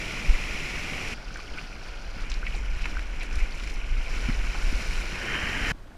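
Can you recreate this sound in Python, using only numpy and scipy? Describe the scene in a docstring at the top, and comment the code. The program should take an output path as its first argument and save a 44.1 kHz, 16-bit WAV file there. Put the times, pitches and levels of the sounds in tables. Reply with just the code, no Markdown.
"""Water churning, rushing and spraying past a surfboard, heard by a microphone in a waterproof housing.
Four stretches join abruptly: gliding over foam, paddling, riding a wave until whitewater closes in, and
floating on calm water. Moving water is noise mixed with many ringing bubbles, shaped by the housing.
Slaps and droplets are short bursts of noise, and single bubbles ring, low and high. Spatter clumps in
the sloshes. Wind is deep noise that rises, falls and swells in gusts, with a few heavy pushes."""
import sys
import numpy as np
from scipy import signal
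from scipy.fft import rfft, irfft
from scipy.io import wavfile
from scipy.ndimage import uniform_filter1d

SR = 44100
rng = np.random.default_rng(int(sys.argv[2]) if len(sys.argv) > 2 else 0)


def bounce(signal):
    """Save signal as a 16-bit WAV file at the path given by the first command-line argument."""
    frames = np.transpose(np.atleast_2d(signal))
    limited = np.clip(frames, -1, 1)
    pcm = np.round(limited * 32767).astype(np.int16)
    wavfile.write(sys.argv[1], SR, pcm)


N = 263277
TIME = np.arange(N) / SR  # seconds
FREQS = np.fft.rfftfreq(N, 1 / SR)  # Hz
FOAM_END, PADDLE_END, RIDE_END = 1.14, 2.24, 5.7195  # seconds
TOP_HZ = 15350  # upper edge of the sound

# slow rise and fall of the wind pressure on the microphone: t/s, level/dB
WIND_PRESSURE = [(0, -39), (.5, -33.5), (.95, -38), (1.7, -38.5), (2.1, -34), (2.55, -29), (3.0, -29.5),
                 (3.6, -31.5), (4.1, -27), (5.0, -29.5), (5.25, -38.5), (5.7, -37), (5.8, -44)]
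# gusts on top of it: middle t/s, gain/dB
WIND_GUSTS = [(2.33, 4.5), (2.72, 4.5), (3.4, 3.5), (3.95, 5.5), (4.36, 4), (4.69, 7), (4.95, 4.5),
              (5.64, 9.5)]
# blows of air and hull bumps that push on the housing: t/s, peak level/dB, f/Hz
HOUSING_PUSHES = [(0.301, -6.5, 32.4), (0.343, -14, 22), (2.169, -30, 186), (3.375, -16, 38.3),
                  (3.43, -14, 28.64), (4.289, -19, 165), (4.2973, -17.5, 175), (4.683, -19, 24),
                  (4.729, -23.5, 210), (5.717, -23, 125)]
# resonances of the housing: f/Hz, half width/Hz, boost/dB
HOUSING_RESONANCES = [(1460, 117, 7.5), (2260, 330, 9), (2730, 500, 4), (4144, 400, 5), (5050, 316, 5.5),
                      (5740, 390, 7), (7060, 810, 4.5), (9680, 690, 3)]

# spectra, where only the differences between rows count: f/Hz, level/dB
# wind eddies
WIND_SPECTRUM = [(5, -4), (14, -18), (24, 4.5), (38, -4.5), (50, -5), (65, -22.5), (100, -33), (200, -83),
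                 (500, -97)]
# calm water
CALM_SPECTRUM = [(40, 3.5), (80, -0.5), (170, -4), (300, -12), (500, -15.5), (900, -17.5), (1250, -20),
                 (1550, -16.5), (2000, -22.5), (3500, -27.5), (6000, -33), (10000, -39.5), (15500, -46)]
# churn under the hull, smooth and then deeper in whitewater
SMOOTH_CHURN_SPECTRUM = [(40, -13), (85, 1.5), (130, -1), (240, -4), (400, -5), (700, -5), (1000, -8.5),
                         (1500, -14), (3000, -72)]
DEEP_CHURN_SPECTRUM = [(40, 8.5), (75, 8.5), (130, -2), (200, -1.5), (300, -2.5), (450, -10), (700, -23),
                       (1000, -22), (1500, -24), (3000, -66)]
# rush over foam, along the rails while paddling, down the wave face, and in breaking whitewater
FOAM_RUSH_SPECTRUM = [(400, -19), (900, -12.5), (1200, -5.5), (1500, -10.5), (1780, -3), (1970, -2),
                      (2200, -5), (2600, -3), (3100, -5.5), (3500, -9.5), (4500, -36)]
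PADDLE_RUSH_SPECTRUM = [(400, -32), (900, -12), (1250, 3.5), (1500, 3.5), (1750, 4.5), (2000, -1),
                        (2300, -1.5), (2700, 0.5), (3150, 1.5), (3500, -2), (4500, -23)]
FACE_RUSH_SPECTRUM = [(400, 4.5), (900, -2.5), (1200, -2), (1500, -1), (1800, -4), (2300, -1), (2650, 0.5),
                      (3100, -1.5), (3500, -7), (4500, -31)]
WHITEWATER_SPECTRUM = [(400, -7), (900, -6), (1250, -2), (1480, -6.5), (1600, 2.5), (1780, 6.5), (2000, -2),
                       (2300, -8.5), (2700, -5.5), (3100, 0), (3400, -18), (4500, -38)]
# spray while paddling, and at speed
PADDLE_SPRAY_SPECTRUM = [(2200, -35), (3500, -5), (4000, -6), (4600, 0), (5600, -6), (6500, -10),
                         (7300, -14), (8500, -17), (10000, -16.5), (13000, -31), (15500, -34)]
FAST_SPRAY_SPECTRUM = [(2200, -25), (3500, -2.5), (4200, -2.5), (5400, -2.5), (6400, -6), (7500, -8.5),
                       (8500, -12.5), (10000, -12), (12500, -18.5), (15500, -30)]

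# water slapping the board: t/s, level/dB, centre f/Hz, spread/octaves, decay/s
BOARD_SLAPS = [(1.358, -28.5, 1720, 0.28, .003), (1.401, -35.5, 2380, 1.1, 0.0046),
               (1.585, -31.5, 2650, 0.36, 0.0062), (2.299, -35.5, 5370, 0.63, .006),
               (2.3166, -26.5, 3510, 0.8, 0.0025), (2.34, -36, 4600, 0.54, 0.0047),
               (2.4655, -26, 2250, 0.63, .0044), (2.472, -29, 1940, 0.54, 0.0064),
               (2.559, -51, 7400, .37, .021), (2.819, -37.5, 3540, 1.1, 0.0054),
               (2.8421, -25, 2330, 0.66, 0.0016), (2.8562, -21.5, 1280, 1.3, 0.0033),
               (2.993, -29.5, 1600, 1.6, .003), (3.2077, -33.5, 2400, 0.75, .015),
               (3.390, -37, 1200, 2, 0.0027), (3.3993, -32.5, 2200, 0.37, 0.013),
               (3.5967, -36, 3200, 0.95, 0.0063), (3.6353, -33, 2400, 1.4, 0.0044),
               (3.674, -34.5, 2570, 0.45, 0.0028), (3.697, -43.5, 5070, 1.1, .012),
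               (4.2875, -32, 1200, 1.6, 0.006), (4.545, -36, 820, 1.1, 0.023),
               (5.7091, -18, 1150, 0.71, .002)]
# single bubbles, low and high: t/s, level/dB, starting f/Hz
SINGLE_BUBBLES = [(1.281, -33, 2630), (1.306, -30.5, 1400), (1.478, -33, 2830), (1.342, -31.5, 5830),
                  (1.392, -30.5, 1130), (1.538, -32, 2940), (2.43, -24.5, 1420), (2.5455, -31.5, 740),
                  (2.9693, -20.5, 1420), (3.523, -31, 4300), (5.918, -42, 1540)]
# water thrown up by a hand, the nose or a rail: middle t/s, length/s, rush gain/dB, spray gain/dB
WATER_SLOSHES = [(1.37, 0.21, 0.5, 2.5), (1.606, 0.16, 4.5, 3), (1.86, .13, 1, 2.5), (2.199, 0.12, 4.5, 2),
                 (2.535, 0.17, 1.5, 3.5), (2.868, 0.36, 1.9, 3), (3.23, 0.084, 3.2, 4),
                 (3.396, 0.2, 3, 5.5), (3.65, 0.33, 0.5, 4.5), (4.276, .1, 3, -0.5),
                 (4.966, 0.15, 1.5, 2.5), (5.346, 0.15, 2, -0.3), (5.714, 0.19, 2, 4)]
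# board speed on the wave: t/s, speed/0-1
BOARD_SPEED = [(3.88, 0.05), (4.06, 0.31), (4.15, 0.73), (4.42, 0.57), (4.8, 1), (5.0, 0.77), (5.1, 0.78),
               (5.72, 1)]
# share of the rush that comes from breaking whitewater: t/s, share/0-1
WHITEWATER_SHARE = [(4.95, 0.2), (5.1, 0.26), (5.26, 0.64), (5.33, 0.96), (5.71, 0.83)]
# base flow past the board over foam, while paddling, and on the wave:
# churn level/dB, rush level/dB, spray level/dB
FOAM_FLOW = (-41.5, -36, -45)
PADDLE_FLOW = (-47, -47.5, -53.5)
WAVE_FLOW = (-51, -47, -55.5)
# what full speed and full whitewater add on the wave: churn gain/dB, rush gain/dB, spray gain/dB
FULL_SPEED_GAIN = (4.5, 8.5, 13.5)
FULL_WHITEWATER_GAIN = (11.5, 8.5, -0.4)


def gain_of(db):
    """Turns decibels into a factor."""
    return 10 ** (np.asarray(db) / 20)


def evened(x):
    """Scales a sound to an average strength (rms) of one."""
    return x / np.sqrt(np.mean(x ** 2) + 1e-20)


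def add(mix, s, sound):
    """Mixes a sound in at a time in seconds."""
    part = mix[max(round(s * SR), 0):][:len(sound)]
    part += sound[:len(part)]


def follow(rows):
    """Draws each column of a time table as a curve, sample by sample."""
    s, *columns = np.transpose(rows)
    return [np.interp(TIME, s, column) for column in columns]


def between(start, end):
    """One inside a stretch and zero outside, with edges of about a millisecond."""
    inside = (TIME >= start) & (TIME < end)
    return uniform_filter1d(inside * 1., size=48)


def arch(middle, length):
    """A swell that rises from zero to one and sinks back."""
    return np.cos(np.pi * np.clip((TIME - middle) / length, -.5, .5))


def blend(a, b, share):
    """Passes from one sound to another at constant power."""
    share = np.clip(share, 0, 1)
    return np.sqrt(1 - share) * a + np.sqrt(share) * b


def housing_db(hz):
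    """The housing resonates, boosting sound near certain pitches."""
    return sum(db * np.exp(-((hz - centre) / width) ** 2) for centre, width, db in HOUSING_RESONANCES)


def colour(x, spectrum, housed=True):
    """Filters a sound with a spectrum and, if housed, the housing; then evens its strength."""
    hz, db = np.transpose(spectrum)
    shape_db = np.interp(np.log(FREQS + 1), np.log(hz), db)
    if housed:
        shape_db = shape_db + housing_db(FREQS)
    return evened(irfft(rfft(x) * gain_of(shape_db), N))


def flutter(rate_hz):
    """Random wavering of unit strength, weakened below 6 Hz and above the given rate."""
    shape = FREQS / (FREQS + 6) / (1 + (FREQS / rate_hz) ** 2)
    return evened(irfft(rfft(rng.standard_normal(N)) * shape, N))


def bubble(hz, decay, rise=0.045):
    """A ringing bubble whose pitch climbs as it nears the surface."""
    t = np.arange(0, 6 * decay, 1 / SR)
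    age = t / decay
    envelope = (1 - np.exp(-8 * age)) * np.exp(-age)
    # halved here, so the pitch itself climbs by the full rise in each decay time
    return envelope * np.sin(2 * np.pi * hz * t * (1 + rise * age / 2))


def swarm(low_hz, high_hz, per_s, cycles, spread_db, count=28):
    """Many small bubbles at a set of pitches, born at random; most are faint, a few stand out."""
    out = np.zeros(N)
    for hz in np.geomspace(low_hz, high_hz, count):
        chance, luck = rng.random((2, N))
        born = chance < per_s / count / SR
        pops = np.zeros(N)
        pops[born] = gain_of(spread_db * np.minimum(-np.log(luck[born]), 4))
        ring = np.sqrt(hz) * bubble(hz, cycles / hz)
        out += signal.oaconvolve(pops, ring)[:N]
    return evened(out)


def seethe(bubbles, bubbles_db, flutter_db, flutter_hz):
    """Near bubbles over the smooth wash of countless far ones, surging with the turbulence."""
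    wash = rng.standard_normal(N)
    surge = gain_of(flutter_db * flutter(flutter_hz))
    return (wash + gain_of(bubbles_db) * bubbles) * surge


def wind():
    """Eddies roll over the microphone one after another, swelling in gusts, with a few heavy pushes."""
    eddies = signal.hilbert(colour(rng.standard_normal(N), WIND_SPECTRUM, housed=False))
    # even out the eddies over about 80 ms, so the pressure curve sets their level
    strength = np.sqrt(uniform_filter1d(abs(eddies) ** 2, size=3500))
    gusts_db = sum(db * arch(s, length=.19) for s, db in WIND_GUSTS)
    wavering_db = 2 * flutter(13.5)
    pressure_db = follow(WIND_PRESSURE)[0] + gusts_db + wavering_db
    out = gain_of(pressure_db) * evened(eddies.real / strength)
    for s, db, hz in HOUSING_PUSHES:
        length = 0.4 / hz  # half length of a push: 0.4 cycles
        t = np.arange(-3 * length, 3 * length, 1 / SR)
        push = -np.exp(-(t / length) ** 2) * np.cos(2 * np.pi * hz * t)
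        add(out, s + t[0], gain_of(db) * push)
    return out


def calm():
    """Faint lapping around the floating board: ripples of bubbles in a soft wash."""
    ripples = swarm(300, 5000, per_s=400, cycles=3, spread_db=3, count=12)
    lapping = seethe(ripples, bubbles_db=-12.0, flutter_db=0.5, flutter_hz=25)
    lapping = colour(lapping, CALM_SPECTRUM, housed=False)
    return gain_of(-47.5) * lapping * between(RIDE_END, np.inf)


def spatter():
    """Each slosh flings clumps of separate droplets against the board and the housing."""
    drops = swarm(3500, 14500, per_s=900, cycles=2, spread_db=2.5, count=14)
    clump_db = 10 * np.minimum(flutter(50), 2)
    clumps = colour(drops * gain_of(clump_db), FAST_SPRAY_SPECTRUM)
    # a negative spray gain turns the droplets upside down
    thrown = sum((gain_of(db) - 1) * arch(s, length) for s, length, _, db in WATER_SLOSHES)
    return gain_of(-51.5) * thrown * clumps * between(0, RIDE_END)


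def splashes(droplets_db=-16, droplets_decay=0.013):
    """Each slap is a short burst of spatter, then droplets fall back; single bubbles ring, low and high."""
    out = np.zeros(N)
    t = np.arange(6144) / SR
    hz = np.fft.rfftfreq(len(t), 1 / SR)
    attack = 1 - np.exp(-t / .0004)
    for s, db, centre_hz, octaves, decay in BOARD_SLAPS:
        distance = np.log2((hz + 1) / centre_hz) / octaves
        shape = gain_of(housing_db(hz)) / (1 + distance ** 2) ** 1.73
        shape /= 1 + (hz / 9000) ** 2  # softer treble
        sheet, sizes = rng.standard_normal((2, len(t)))
        drops = sizes * (rng.random(len(t)) < 900 / SR)  # about 900 droplets per second
        for burst, level_db, fade in (sheet, db, decay), (drops, db + droplets_db, droplets_decay):
            envelope = attack * np.exp(-t / fade)
            burst = evened(irfft(rfft(burst) * shape) * envelope)
            burst *= np.sqrt(np.mean(envelope ** 2))
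            add(out, s, gain_of(level_db) * burst)
    out *= between(0, RIDE_END)
    for s, db, pitch_hz in SINGLE_BUBBLES:
        decay = 0.0032 * (1000 / pitch_hz) ** .55  # seconds; higher bubbles die sooner
        add(out, s, gain_of(db) * bubble(pitch_hz, decay))
    return out


def water():
    """Flow churns under the hull, rushes along the rails and sprays off them."""
    glugs = swarm(130, 1100, per_s=450, cycles=1.3, spread_db=2.5)
    pops = swarm(900, 3600, per_s=1400, cycles=3.6, spread_db=2.8, count=36)
    fizz = swarm(3100, 13560, per_s=1800, cycles=2.86, spread_db=2.5, count=36)

    swirl = seethe(glugs, bubbles_db=-15.0, flutter_db=-0.5, flutter_hz=35)
    smooth_churn = colour(swirl, SMOOTH_CHURN_SPECTRUM)
    deep_churn = colour(swirl, DEEP_CHURN_SPECTRUM)
    # at low speed single bubbles stand out; at planing speed they merge
    slow_rush = seethe(pops, bubbles_db=-5.5, flutter_db=.9, flutter_hz=32)
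    slow_spray = seethe(fizz, bubbles_db=-4, flutter_db=1.2, flutter_hz=30)
    fast_rush = seethe(pops, bubbles_db=-11, flutter_db=.6, flutter_hz=45)
    fast_spray = seethe(fizz, bubbles_db=-10.5, flutter_db=.5, flutter_hz=40)
    # in whitewater single bubbles drown in a lower, rougher roar
    roar = seethe(pops, bubbles_db=-22, flutter_db=1.1, flutter_hz=50)
    whitewater = colour(roar, WHITEWATER_SPECTRUM)

    speed = follow(BOARD_SPEED)[0]
    breaking = follow(WHITEWATER_SHARE)[0]
    face_rush = colour(blend(slow_rush, fast_rush, speed), FACE_RUSH_SPECTRUM)
    foam_sounds = (blend(smooth_churn, deep_churn, 0.24),
                   colour(fast_rush, FOAM_RUSH_SPECTRUM),
                   colour(fast_spray, FAST_SPRAY_SPECTRUM))
    paddle_sounds = (smooth_churn,
                     colour(slow_rush, PADDLE_RUSH_SPECTRUM),
                     colour(slow_spray, PADDLE_SPRAY_SPECTRUM))
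    ride_sounds = (blend(smooth_churn, deep_churn, breaking),
                   blend(face_rush, whitewater, breaking),
                   colour(blend(slow_spray, fast_spray, speed), FAST_SPRAY_SPECTRUM))
    ride_flow = [db + by_speed * speed + by_breaking * breaking
                 for db, by_speed, by_breaking in zip(WAVE_FLOW, FULL_SPEED_GAIN, FULL_WHITEWATER_GAIN)]

    rush_swell = sum(db * arch(s, length) for s, length, db, _ in WATER_SLOSHES)
    spray_swell = sum(db * arch(s, length) for s, length, _, db in WATER_SLOSHES)
    swells = (0.49 * rush_swell, rush_swell, spray_swell)  # churn swells about half as much as rush
    stretches = [(0, FOAM_END, FOAM_FLOW, foam_sounds),
                 (FOAM_END, PADDLE_END, PADDLE_FLOW, paddle_sounds),
                 (PADDLE_END, RIDE_END, ride_flow, ride_sounds)]
    out = np.zeros(N)
    for start, end, levels_db, sounds in stretches:
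        flow = sum(gain_of(db + swell) * sound for db, swell, sound in zip(levels_db, swells, sounds))
        out += between(start, end) * flow
    return out


def scene():
    """All sources add up at the one microphone."""
    return (water() + spatter() + splashes() + wind() + calm())[None]


def record(dry):
    """Removes the treble above the upper edge."""
    low_pass = signal.firwin(511, TOP_HZ, window=("kaiser", 9), fs=SR)
    return signal.oaconvolve(dry, low_pass[None], "same")


dry = scene()
out = record(dry)
bounce(out)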